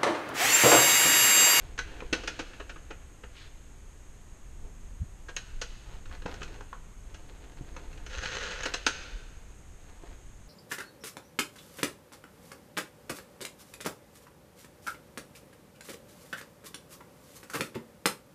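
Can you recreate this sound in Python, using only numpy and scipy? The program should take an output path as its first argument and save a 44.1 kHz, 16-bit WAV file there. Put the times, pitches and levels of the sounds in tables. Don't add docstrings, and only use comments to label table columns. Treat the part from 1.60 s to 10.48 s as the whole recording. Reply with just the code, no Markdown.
import sys
import numpy as np
from scipy import signal
from scipy.fft import rfft, irfft
from scipy.io import wavfile

SR = 44100
rng = np.random.default_rng(int(sys.argv[2]) if len(sys.argv) > 2 else 0)


def unload_audio(sound):
    columns = np.transpose(np.atleast_2d(sound))
    steps = np.round(np.clip(columns, -1, 1) * 32767)
    wavfile.write(sys.argv[1], SR, steps.astype(np.int16))


N = 391608
TIME = np.arange(N) / SR


def undb(db):
    return 10 ** (np.asarray(db) / 20)


def unit(x):
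    return x / np.sqrt(np.mean(x ** 2) + 1e-20)


def add(out, s, x):
    i = max(int(s * SR), 0)
    out[i:i + len(x)] += x[:max(N - i, 0)]


def band(x, lo_hz, hi_hz):
    edges = [lo_hz, min(hi_hz, SR / 2 - 1)]
    return signal.sosfilt(signal.butter(3, edges, "band", fs=SR, output="sos"), x)


def ring(x, hz, width_hz):
    return signal.lfilter(*signal.iirpeak(hz, hz / width_hz, fs=SR), x)


def colour(x, spectrum, size=8192):
    hz, db = np.transpose(spectrum)
    grid = np.maximum(np.arange(size // 2 + 1) * SR / size, 1)
    gain = undb(np.interp(np.log(grid), np.log(hz), db))
    cepstrum = irfft(np.log(gain))
    cepstrum[1:size // 2] *= 2
    cepstrum[size // 2 + 1:] = 0
    response = irfft(np.exp(rfft(cepstrum)))
    return signal.fftconvolve(x, response)[:len(x)]


def walk(rate):
    knots = rng.standard_normal(int(N / SR * rate) + 2)
    return np.interp(TIME * rate, np.arange(len(knots)), knots)


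def gain_curve(s, db, fade=0.024):
    gate = np.interp(TIME, [s[0] - fade, s[0], s[-1], s[-1] + fade], [0, 1, 1, 0])
    return undb(np.interp(TIME, s, db)) * gate


def fade(t, t60):
    return np.exp(-np.log(1000) * t / t60)


def swell(s, half_s):
    return np.exp(-np.minimum(((TIME - s) / half_s) ** 2, 20))


def fractures(count, rate, spread_db):
    size = undb(spread_db * np.minimum(rng.exponential(size=count), 4))
    happens = rng.random(count) < rate / SR
    return happens * rng.choice([-1, 1], count) * size


# (frequency [Hz], level [dB per Hz])
HALL_WASH = [(60, -1.5), (110, -5.5), (190, -9.5), (350, -11), (600, -16.5), (1300, -19.5), (2500, -23),
             (4000, -29.5), (6000, -41.5), (10000, -64)]
# (frequency [Hz], level [dB per Hz])
MICROPHONE_HISS = [(3000, -28.5), (5700, -11.5), (6200, -6), (6500, 3.5), (6950, -4.5), (8000, -6),
                   (9400, -11), (10200, -17.5), (12500, -15.5), (14500, -40)]


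def background(wash_db=-56, hiss_db=-64.5):
    wash = unit(colour(rng.standard_normal(N), HALL_WASH))
    hiss = unit(colour(rng.standard_normal(N), MICROPHONE_HISS))
    return undb(wash_db) * wash + undb(hiss_db) * hiss


# (frequency [Hz], level [dB per Hz])
AIR_RUMBLE = [(10, -5), (25, 3.5), (50, -3.5), (80, -9.5), (130, -18.5), (220, -26), (500, -69.5)]
# (middle [s], half length [s], rise [dB])
BODY_SWAYS = [(.1, 0.75, 6.5), (3.153, 0.21, 5.5), (4.55, 0.72, 6), (6.656, 0.79, 4)]
# (time of the top [s], level [dB], pitch [Hz])
CAMERA_PUSHES = [(3.966, -29, 23.8), (6.59, -28.5, 55.5), (7.55, -30.5, 39.4)]


def handling(still_air_db=-47.5, gust_db=1, push_cycles=0.75):
    rises = sum(rise * swell(s, half) for s, half, rise in BODY_SWAYS)
    air_db = still_air_db + rises + gust_db * walk(23)
    out = unit(colour(rng.standard_normal(N), AIR_RUMBLE)) * undb(air_db)
    for s, db, hz in CAMERA_PUSHES:
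        push = np.cos(2 * np.pi * hz * (TIME - s)) * swell(s, push_cycles / hz)
        out += undb(db) * push
    return out


SLIP_S, SLIP_HALF_S, SLIP_DB = 3.419, 0.016, -26
SLIP_HZ, SLIP_OCTAVES_PER_S = 75.2, 35


def finger_slip(overtone_db=-11):
    glide_s = np.clip(TIME - SLIP_S, -2 * SLIP_HALF_S, 2 * SLIP_HALF_S)
    hz = SLIP_HZ * 2 ** (SLIP_OCTAVES_PER_S * glide_s)
    phase = 2 * np.pi * np.cumsum(hz) / SR
    groan = np.sin(phase) + undb(overtone_db) * np.sin(2 * phase)
    return undb(SLIP_DB) * groan * swell(SLIP_S, SLIP_HALF_S)


def hall(x, far_db=-8.0, low_t60=1.77, mid_t60=1.17, high_t60=1.0,
         far_low_db=-4, far_high_db=-3, build_s=0.037):
    t = np.arange(3 * SR // 2) / SR
    low, mid, high = rng.standard_normal((3, len(t)))
    tail = undb(far_low_db) * band(low, 86, 980) * fade(t, low_t60)
    tail += band(mid, 1300, 4770) * fade(t, mid_t60)
    tail += undb(far_high_db) * band(high, 4600, 8700) * fade(t, high_t60)
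    tail *= 1 - np.exp(-t / build_s)
    return signal.fftconvolve(x, undb(far_db) * tail / np.linalg.norm(fade(t, mid_t60)))[:N]


def reflections(x, near_db=-6.0, near_t60=0.15):
    t = np.arange(SR // 4) / SR
    echoes = fractures(len(t), rate=3800, spread_db=0.0) * fade(t, near_t60) * (t > 0.005)
    return signal.oaconvolve(x, undb(near_db) * echoes / np.linalg.norm(echoes))[:N]


def brush(s=1.805, half_s=0.056, level_db=-53, lo_hz=1200, hi_hz=4300, flutter_db=3.5):
    dust = unit(band(rng.standard_normal(N), lo_hz, hi_hz)) * undb(flutter_db * walk(59.8))
    return undb(level_db) * dust * swell(s, half_s)


# (frequency [Hz], level [dB per Hz])
TURNED_GRIT = [(500, -2), (900, 1.5), (1600, 1), (3000, -3.5), (4300, -7), (5500, -14.5), (9000, -30)]
# (frequency [Hz], level [dB per Hz])
RUBBER_SOLE = [(120, -38), (260, -2.5), (400, -2), (550, -6.5), (900, -11.5), (2000, -48)]
# (middle [s], half length [s], grit level [dB], rubber level [dB])
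FOOT_TURNS = [(0.03, 0.13, -54, -56), (0.365, 0.12, -54, -49.5), (0.59, 0.035, -57, -49),
              (3.05, .05, -75, -58.5), (4.312, .07, -56.5, -61.5), (4.54, 0.056, -53.5, -57),
              (4.724, 0.068, -51.5, -48.5), (4.936, 0.07, -56.5, -53), (5.76, 0.28, -60.5, -58.5),
              (6.3, 0.28, -59, -58), (7.078, 0.059, -44.5, -53), (8.288, .06, -58.5, -62),
              (8.494, 0.084, -58, -56.5)]


def shuffles(grit_trim_db=-2, sole_trim_db=-2, jerk_db=2.0):
    jerks = undb(jerk_db * walk(50))
    ticks = fractures(N, rate=500, spread_db=3.5)
    grit = unit(colour(ticks * jerks, TURNED_GRIT))
    rub = unit(colour(rng.standard_normal(N) * jerks, RUBBER_SOLE))
    out = np.zeros(N)
    for s, half, grit_db, sole_db in FOOT_TURNS:
        turn = grit * undb(grit_db + grit_trim_db) + rub * undb(sole_db + sole_trim_db)
        out += swell(s, half) * turn
    return out


# (frequency [Hz], width [Hz], level re the plain sound [dB])
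GRIT_RESONANCES = [(483, 93, -5.5), (1420, 220, -13.5), (2585, 230, -3.5), (2970, 130, -4), (4100, 330, -7),
                   (6410, 260, 6)]


def resonate(x):
    return x + sum(undb(db) * ring(x, hz, width) for hz, width, db in GRIT_RESONANCES)


# (frequency [Hz], level [dB per Hz])
DRAGGED_GRIT = [(120, -2), (300, -10.5), (500, 0.5), (720, -9.5), (1100, -6), (1450, 1), (1900, -1),
                (2250, -7), (2800, -4.5), (5200, -12), (6700, -15), (7600, -20.5), (10000, -39),
                (15000, -50)]
DRAG_START_S, DRAG_ATTACK_S, DRAG_END_S, DRAG_RELEASE_S = 6.51, 0.13, 6.975, 0.039
DRAG_DB, DRAG_BITE_DB, DRAG_LIFT_DB = -39.5, -2.5, -3


def drag(sand_db=-4, gravel_db=-3.0, jerk_db=2.5, surge_db=0.9):
    sand = fractures(N, rate=3000, spread_db=-2.0) * undb(jerk_db * walk(50))
    snaps = fractures(N, rate=110, spread_db=2.5)
    puff = np.exp(-np.arange(SR // 100) / SR / 0.0015)
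    gravel = signal.oaconvolve(np.abs(snaps), puff)[:N] * rng.standard_normal(N)
    grains = undb(sand_db) * unit(sand) + undb(gravel_db) * unit(gravel)
    scrape = unit(resonate(colour(grains, DRAGGED_GRIT)))
    moments = [DRAG_START_S, DRAG_START_S + DRAG_ATTACK_S, DRAG_END_S, DRAG_END_S + DRAG_RELEASE_S]
    weight = gain_curve(moments, [DRAG_BITE_DB, 0, 0, DRAG_LIFT_DB])
    return undb(DRAG_DB) * scrape * weight * undb(surge_db * walk(16))


# (time [s], level [dB], thud pitch [Hz], t60 [s])
HEEL_LANDINGS = [(0.422, -29.5, 470, 0.033), (0.527, -25, 330, 0.046), (4.656, -23.5, 200, 0.026),
                 (4.815, -28, 242.5, 0.014), (6.01, -28.5, 139, 0.047), (8.436, -35.5, 360, 0.061)]


def heels(rub_db=-6, rub_below=0.38, rub_above=2.22):
    out, t = np.zeros(N), np.arange(SR // 3) / SR
    for s, db, hz, t60 in HEEL_LANDINGS:
        rub = unit(band(rng.standard_normal(len(t)), rub_below * hz, rub_above * hz))
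        thud = np.sin(2 * np.pi * hz * t)
        add(out, s, undb(db) * (thud + undb(rub_db) * rub) * fade(t, t60))
    return out


# (time [s], level [dB], pitch [Hz], t60 [s])
RINGING_SHARDS = [(3.685, -39.5, 1620, 0.13), (3.765, -26.5, 6520, 0.039), (5.129, -31, 1043, 0.017),
                  (7.033, -30.5, 6600, .04)]


def shards():
    out, t = np.zeros(N), np.arange(SR // 5) / SR
    for s, db, hz, t60 in RINGING_SHARDS:
        add(out, s, undb(db) * np.sin(2 * np.pi * hz * t) * fade(t, t60))
    return out


CHIP_HZ, CHIP_S = 1450, 0.01
# (start [s], end [s])
SHIFTS_OF_WEIGHT = [(4.45, 4.99), (6.26, 6.42)]
CRUMBS_PER_S, CRUMB_DB, CRUMB_SPLINTER_DB = 14, -51, -7.5


def crumbs(scatter_db=2, pitch_octaves=0.85, crush_s=0.0068, count=12):
    rows = []
    for start, end in SHIFTS_OF_WEIGHT:
        times = start + (np.arange(count) + rng.random(count)) / CRUMBS_PER_S
        chance = rng.uniform(-1, 1, (count, 2))
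        for s, (size, pitch) in zip(times, chance):
            if s < end:
                db = CRUMB_DB + scatter_db * size
                hz = CHIP_HZ * 2 ** (pitch_octaves * pitch)
                rows.append((s, db, CRUMB_SPLINTER_DB, hz, crush_s))
    return rows


# (frequency [Hz], level [dB per Hz])
CRUSHED_GRIT = [(120, -35.5), (200, -6.5), (280, -5.5), (480, -2.5), (700, -8.5), (1100, -3.5), (1500, 4.5),
                (2150, -4), (2800, -2), (5200, -11), (6800, -14.5), (7500, -18.5), (9000, -27.5),
                (15000, -51)]
# (time [s], crack level [dB], splinters re crack [dB], chip pitch [Hz], crushing time [s])
CRUSHED_CHIPS = [ (0.177, -39, -8, 1880, 0.0077), (0.188, -28, -8.5, 1950, 0.0058),
                 (0.403, -40, -18, 2400, .005), (0.527, -25.5, -5.5, 1430, 0.0085),
                 (0.634, -43, -8, 1000, 0.011), (0.674, -31, -5, 2500, 0.01),
                 (0.79, -35.5, -6.5, 1340, 0.013), (0.932, -48.5, -17, 2590, .009),
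                 (0.998, -42, -15.5, 1017, 0.011), (1.092, -43, -10.5, 2480, 0.013),
                 (1.158, -45.5, -26, 1380, .0087), (1.303, -41.5, -16, 1390, 0.014),
                 (1.634, -45, -18, 1360, 0.011), (3.684, -46.5, -8, 1610, .016),
                 (3.764, -34, -4, 2760, 0.0073), (4.014, -35.5, 0, 1570, 0.0087),
                 (4.511, -45.5, -25, 1320, 0.0044), (4.657, -37.5, -14, 720, 0.0087),
                 (4.74, -46.5, -1, 2630, 0.0036), (4.816, -37.5, -18, 1190, 0.0056),
                 (4.828, -42.5, -2, 2360, 0.0065), (5.006, -45, -14.5, 785, 0.0064),
                 (5.129, -38, -28, 1110, 0.0036), (5.541, -51, -3.5, 1610, 0.0096),
                 (6.163, -44, -8, 800, 0.0072), (6.462, -44.5, -4, 1440, 0.0071),
                 (6.629, -41.5, -4, 1450, 0.011), (6.81, -38, -12, 1390, .0055),
                 (7.031, -35.5, -6, 2540, 0.01), (7.054, -31.5, -5.5, 1650, .012),
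                 (7.137, -30.5, -2, 1720, 0.0093), (7.2643, -20, -3, 1420, 0.006)]
CHIP_BODY_DB, BODY_DB_PER_OCTAVE_DOWN, BODY_DB_PER_DOUBLE_TIME = -2.5, 8, 6.5


def crunches(chips, crack_trim_db=1, splinter_trim_db=2.0, chip_db=-15, toughness=0.92,
             crumble_db=-14, crumble_s=0.022, rise_share=0.34):
    out, t = np.zeros(N), np.arange(SR // 8) / SR
    for s, db, splinters, hz, length in chips:
        body_db = CHIP_BODY_DB + BODY_DB_PER_OCTAVE_DOWN * np.log2(CHIP_HZ / hz)
        body_db += BODY_DB_PER_DOUBLE_TIME * np.log2(length / CHIP_S)
        rise = 1 - np.exp(-t / (rise_share * length))
        force = rise * (np.exp(-(t / length) ** 2) + undb(crumble_db) * np.exp(-t / crumble_s))
        grains = [force * fractures(len(t), rate=11000, spread_db=2.5) for _ in range(3)]
        sole, chip, dust = (resonate(colour(g, CRUSHED_GRIT, size=2048)) for g in grains)
        tone = unit(ring(ring(grains[0], hz, hz / 2), hz, hz / 2))
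        crack = unit(band(chip, 610, 3200)) + undb(chip_db - toughness * splinters) * tone
        burst = undb(crack_trim_db) * unit(crack)
        burst += undb(body_db) * unit(band(sole, 170, 875))
        burst += undb(splinter_trim_db + splinters) * unit(band(dust, 3930, 24000))
        add(out, s, undb(db) * burst * np.sqrt(np.mean(force ** 2)) / force.max())
    return out


def scene(count=4, shard_hall_db=-6):
    steps = heels() + drag() + shuffles() + brush()
    chips = CRUSHED_CHIPS + crumbs()
    rings = shards()
    directions = [steps + crunches(chips) for _ in range(count)]
    tail = sum(hall(feet + undb(shard_hall_db) * rings) for feet in directions) / np.sqrt(count)
    direct = directions[0] + rings
    room = reflections(direct) + tail
    return (direct + room + handling() + finger_slip() + background())[None]


def record(dry, top_hz=14400):
    return signal.sosfilt(signal.ellip(8, 0.2, 70, top_hz, fs=SR, output="sos"), dry)


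dry = scene()
out = record(dry)
unload_audio(out)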